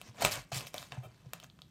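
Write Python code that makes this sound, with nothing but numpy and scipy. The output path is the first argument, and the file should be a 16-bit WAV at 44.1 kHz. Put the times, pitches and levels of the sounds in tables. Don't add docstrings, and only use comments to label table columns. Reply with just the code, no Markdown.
import sys
import numpy as np
from scipy import signal
from scipy.fft import rfft, irfft
from scipy.io import wavfile
from scipy.ndimage import uniform_filter1d

SR = 44100
rng = np.random.default_rng(int(sys.argv[2]) if len(sys.argv) > 2 else 0)


def makeup_ratio(level_db):
    decades = np.asarray(level_db, float) / 20
    return 10 ** decades


def store_pcm(level_fs):
    pcm = np.round(np.clip(level_fs, -1, 1) * 32767).astype(np.int16)
    wavfile.write(sys.argv[1], SR, np.atleast_2d(pcm).T)


N = 74970


def evened(x):
    return x / np.sqrt(np.mean(x ** 2) + 1e-20)


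def peaked(x):
    return x / (np.abs(x).max() + 1e-20)


def read(points, hz):
    f, value = np.transpose(points)
    return np.interp(np.log(hz + 1), np.log(f + 1), value)


def add(mix, s, sound):
    part = mix[max(round(s * SR), 0):][:len(sound)]
    part += sound[:len(part)]


def resonate(x, hz, width_hz):
    r = np.exp(-np.pi * width_hz / SR)
    return signal.lfilter([1, 0, -1], [1, -2 * r * np.cos(2 * np.pi * hz / SR), r * r], x)


def floor():
    # f/Hz, relative level/dB
    background = [(18, -48), (30, -7.5), (161, 2), (499, -19.5), (1960, -28.5), (3220, -28), (6380, -38),
                  (13000, -39), (16000, -50)]
    level_db = -62
    colour = makeup_ratio(read(background, np.fft.rfftfreq(N, 1 / SR)))
    hiss = irfft(rfft(rng.standard_normal(N)) * colour, N)
    return makeup_ratio(level_db) * evened(hiss)


def flap_ring(t, tilt_db, bend=1):
    # f/Hz (unbent), level/dB (before tilt), t60/s
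    modes = [(653, 6.5, 0.042), (740, 5, 0.044), (1062, -1.5, 0.06), (1260, 7.5, 0.036), (1790, -9, 0.075),
             (2376, 3, 0.06), (2629, 6, 0.077), (3124, 2, 0.068), (3590, 3, 0.017), (4760, -1, .008),
             (6500, -11, 0.0068)]
    lowest_hz = modes[0][0]
    ring = 0
    for hz, db, t60 in modes:
        decay = makeup_ratio(db + tilt_db * np.log2(hz / lowest_hz) - 60 * t / t60)
        ring = ring + decay * np.sin(2 * np.pi * hz * bend * t)
    return ring


def pull():
    # t/s, crackle level/dB, brightness/(dB per octave)
    course = [(0, -62.5, 0.5), (0.094, -58, -1), (0.121, -69, -1.5), (0.164, -59.5, -0.5),
              (0.204, -47.5, -2.5), (.222, -30.5, 2), (0.241, -38.5, -0.5), (0.252, -25, 1),
              (0.307, -45, 0.5), (0.319, -34.5, 5), (0.362, -41.5, 0.5), (0.427, -57.5, 1),
              (.46, -74.5, 2.5), (0.515, -70.5, 2.5), (0.519, -42, 0), (0.572, -37, 3.5),
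              (0.619, -48.5, 0.5), (0.659, -55.5, -0.5), (0.671, -48.5, 5), (0.724, -68.5, 1.5),
              (0.744, -49, 1), (0.82, -51, 2.5), (0.897, -65, 1.5), (0.928, -55, -2.5), (1.025, -69, -0.5),
              (1.33, -70.5, -0.5), (1.338, -54.5, 1), (1.39, -69, 0), (1.442, -57.5, 1), (1.48, -77, 3.5)]
    # f/Hz, relative level/dB
    tape = [(180, 1.5), (300, -5), (603, 4), (1560, -0.5), (2610, -2.5), (3760, -3), (7440, -6.5),
            (16000, -20)]
    crackles_per_s, size_spread_db, grain_s = 6000, 3.5, 0.0002
    patchy_db = 2.5
    rattle_base_db, rattle_db_per_brightness = -14, -1
    rattle_tilt_db = 3.5
    s, db, bright = np.transpose(course)
    rattle_db = rattle_base_db + rattle_db_per_brightness * bright

    torn = rng.random(N) < crackles_per_s / SR
    size = makeup_ratio(size_spread_db * np.minimum(rng.exponential(1, N), 5)) * torn
    grains = signal.lfilter([1], [1, -np.exp(-1 / (grain_s * SR))], size)
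    threads = grains * rng.standard_normal(N)

    hz, t, z = signal.stft(threads, SR, nperseg=256, noverlap=192)
    patches = uniform_filter1d(rng.standard_normal(z.shape[::-1]), 10, 0)
    patches = evened(uniform_filter1d(patches, 5, 1)).T
    tilt = np.log2(np.maximum(hz, 500) / 4000)[:, None] * np.interp(t, s, bright)
    colour = makeup_ratio(read(tape, hz)[:, None])
    shaped = z * colour * makeup_ratio(tilt + patchy_db * patches)
    crackle = signal.istft(shaped, SR, nperseg=256, noverlap=192)[1][:N]

    ring = flap_ring(np.arange(4096) / SR, rattle_tilt_db)
    rattle = evened(signal.oaconvolve(threads, ring)[:N])
    time = np.arange(N) / SR
    both = evened(crackle) + makeup_ratio(np.interp(time, s, rattle_db)) * rattle
    return makeup_ratio(np.interp(time, s, db)) * both


def snaps():
    # t/s (before the delay), peak level of the ring/dB, ring f/Hz, fizz over ring/dB
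    snap_list = [(0.0142, -40.5, 2650, 7.5), (0.2098, -37, 1500, 10), (0.2487, -18, 2450, 7),
                 (0.3299, -39, 2630, 8), (0.5656, -43, 2640, 0), (0.607, -37.5, 2570, 9),
                 (0.6696, -40.5, 2330, -1), (0.7419, -39.5, 2170, 17), (0.7497, -40.5, 3470, -9),
                 (0.7803, -28, 3430, -2), (0.827, -42, 1120, 0), (0.9203, -37.5, 2170, -10),
                 (0.9214, -38, 1620, -18), (1.3336, -34, 1260, 12.5), (1.3997, -41.5, 3140, 5),
                 (1.4287, -49, 2550, -24), (1.4368, -41.5, 6500, -6), (1.442, -46.5, 1260, 6),
                 (1.499, -45, 3500, -26), (1.5894, -54, 1240, -31), (1.6181, -36, 3500, -8)]
    delay_s = 0.0008
    pulse_size = 5
    crack_s, treble_crack_s = 0.0013, 0.0013
    ring_width_hz, treble_hz = 900, 5500
    broad_db, tilt_db = 10, -4.5
    thin_hz, grip_s = 2950, 0.004
    t, out = np.arange(1024) / SR, np.zeros(N)
    body = np.gradient(flap_ring(t, tilt_db) * np.exp(-t / grip_s))
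    high = signal.butter(4, treble_hz, "high", fs=SR, output="sos")
    noises = rng.standard_normal((len(snap_list), 2, 1024))
    for (s, db, hz, treble_db), noise in zip(snap_list, noises):
        crack = (noise[0] + pulse_size * (t < 2.5 / SR)) * np.exp(-t / crack_s)
        ring = resonate(crack, hz, ring_width_hz)
        ring = peaked(resonate(ring, hz, ring_width_hz * 2))
        treble_crack = (noise[1] + pulse_size * (t < 1 / SR)) * np.exp(-t / treble_crack_s)
        fizz = peaked(signal.sosfilt(high, treble_crack))
        flap = peaked(np.convolve(crack * np.exp(-t / crack_s), body)[:1024])
        flap_gain = makeup_ratio(broad_db) / (1 + (hz / thin_hz) ** 10)
        add(out, s + delay_s, makeup_ratio(db) * (ring + flap_gain * flap + makeup_ratio(treble_db) * fizz))
    return out


def stroke(s, length, db):
    u = (np.arange(N) / SR - s) / length
    rise, fall = u * 4, (1 - u) * 2 + 0.5
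    return makeup_ratio(db) * np.clip(np.minimum(rise, fall), 0, 1)


def rubs():
    # t/s, nominal length/s, level/dB, f/Hz, width/Hz
    drag = (.03, .07, -64, 5600, 1200)
    # t/s, nominal length/s, level of the hum/dB
    brush = (1.026, 0.042, -54)
    hand_tilt_db = -3.5
    brush_hiss_hz, brush_hiss_db = 5800, -10
    hand, blade, air = rng.standard_normal((N, 3)).T
    s, length, db, hz, width_hz = drag
    scrape = evened(resonate(resonate(blade, hz, width_hz), hz, width_hz))
    hum = evened(signal.oaconvolve(hand, flap_ring(np.arange(4096) / SR, hand_tilt_db))[:N])
    high = signal.butter(4, brush_hiss_hz, "high", fs=SR, output="sos")
    hiss = evened(signal.sosfilt(high, air))
    return stroke(s, length, db) * scrape + stroke(*brush) * (hum + makeup_ratio(brush_hiss_db) * hiss)


def box():
    # t/s, peak level/dB, f/Hz
    booms = [(0.087, -46.5, 123), (0.24, -33, 152), (0.368, -43.5, 131.4), (0.523, -37.5, 129),
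             (0.56, -35.5, 127.5), (0.642, -47.5, 131), (0.792, -49.5, 133), (0.916, -45, 133),
             (0.975, -34, 125.2), (1.052, -45.5, 117.6), (1.26, -44, 128), (1.341, -51, 162.6),
             (1.435, -53.5, 131)]
    # t/s (middle), peak level/dB, f/Hz, length/s
    sways = [(0.39, -54.5, 46, 0.084), (0.33, -49, 105, 0.14)]
    rise_s, t60_s = 0.0038, 0.14
    t, out = np.arange(SR // 2) / SR, np.zeros(N)
    swell = peaked((1 - np.exp(-t / rise_s)) ** 2 * makeup_ratio(-60 * t / t60_s))
    for s, db, hz in booms:
        add(out, s, makeup_ratio(db) * swell * np.sin(2 * np.pi * hz * t))
    time = np.arange(N) / SR
    for s, db, hz, length in sways:
        bell = np.exp(-(2 * (time - s) / length) ** 2)
        out += makeup_ratio(db) * bell * np.sin(2 * np.pi * hz * (time - s))
    return out


def knocks():
    # t/s, peak level/dB, bend (factor on the modes' pitch)
    blows = [(0.22, -21, 1.055), (0.235, -29.5, 0.94), (0.519, -30.5, 1.06), (0.743, -32, 0.94),
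             (0.972, -44, 1.17), (1.07, -51.5, 0.58), (1.258, -55, 0.78), (1.432, -50, 0.99)]
    tilt_db, rise_s = -14, 0.0012
    t, out = np.arange(4096) / SR, np.zeros(N)
    for s, db, bend in blows:
        ring = flap_ring(t, tilt_db, bend) * (1 - np.exp(-t / rise_s))
        add(out, s, makeup_ratio(db) * peaked(ring))
    return out


def room(x):
    # f/Hz, t60/s
    decay = [(800, 0.29), (2500, 0.29), (14000, 0.075)]
    taps = np.zeros(SR // 2)
    at = np.arange(60, SR // 2 - 12, 12)
    taps[at + rng.integers(0, 12, at.shape)] = rng.choice([-1., 1.], at.shape)
    hz, t, z = signal.stft(taps, SR, nperseg=128)
    dying = z * makeup_ratio(-60 * t / read(decay, hz)[:, None])
    tail = signal.istft(dying, SR, nperseg=128)[1]
    return signal.fftconvolve(x, tail / np.linalg.norm(tail))[:N]


def scene():
    room_db = -13
    background = floor()
    near = pull() + snaps() + rubs() + knocks()
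    return (background + near + makeup_ratio(room_db) * room(near) + box())[None]


def roll_off(x):
    return signal.sosfilt(signal.butter(12, 16800, fs=SR, output="sos"), x)


def record(dry):
    low_hz, top_hz = 40, 15700
    dip_hz, dip_width_hz, dip_db = 10400, 600, -6
    hz = np.fft.rfftfreq(N, 1 / SR)
    dip = makeup_ratio(dip_db * np.exp(-((hz - dip_hz) / dip_width_hz) ** 2))
    top_cut = 1 / (1 + (hz / top_hz) ** 40)
    dipped = irfft(rfft(dry) * dip * top_cut, N)
    low_cut = signal.butter(4, low_hz, "high", fs=SR, output="sos")
    return roll_off(signal.sosfilt(low_cut, dipped))


dry = scene()
out = record(dry)
store_pcm(out)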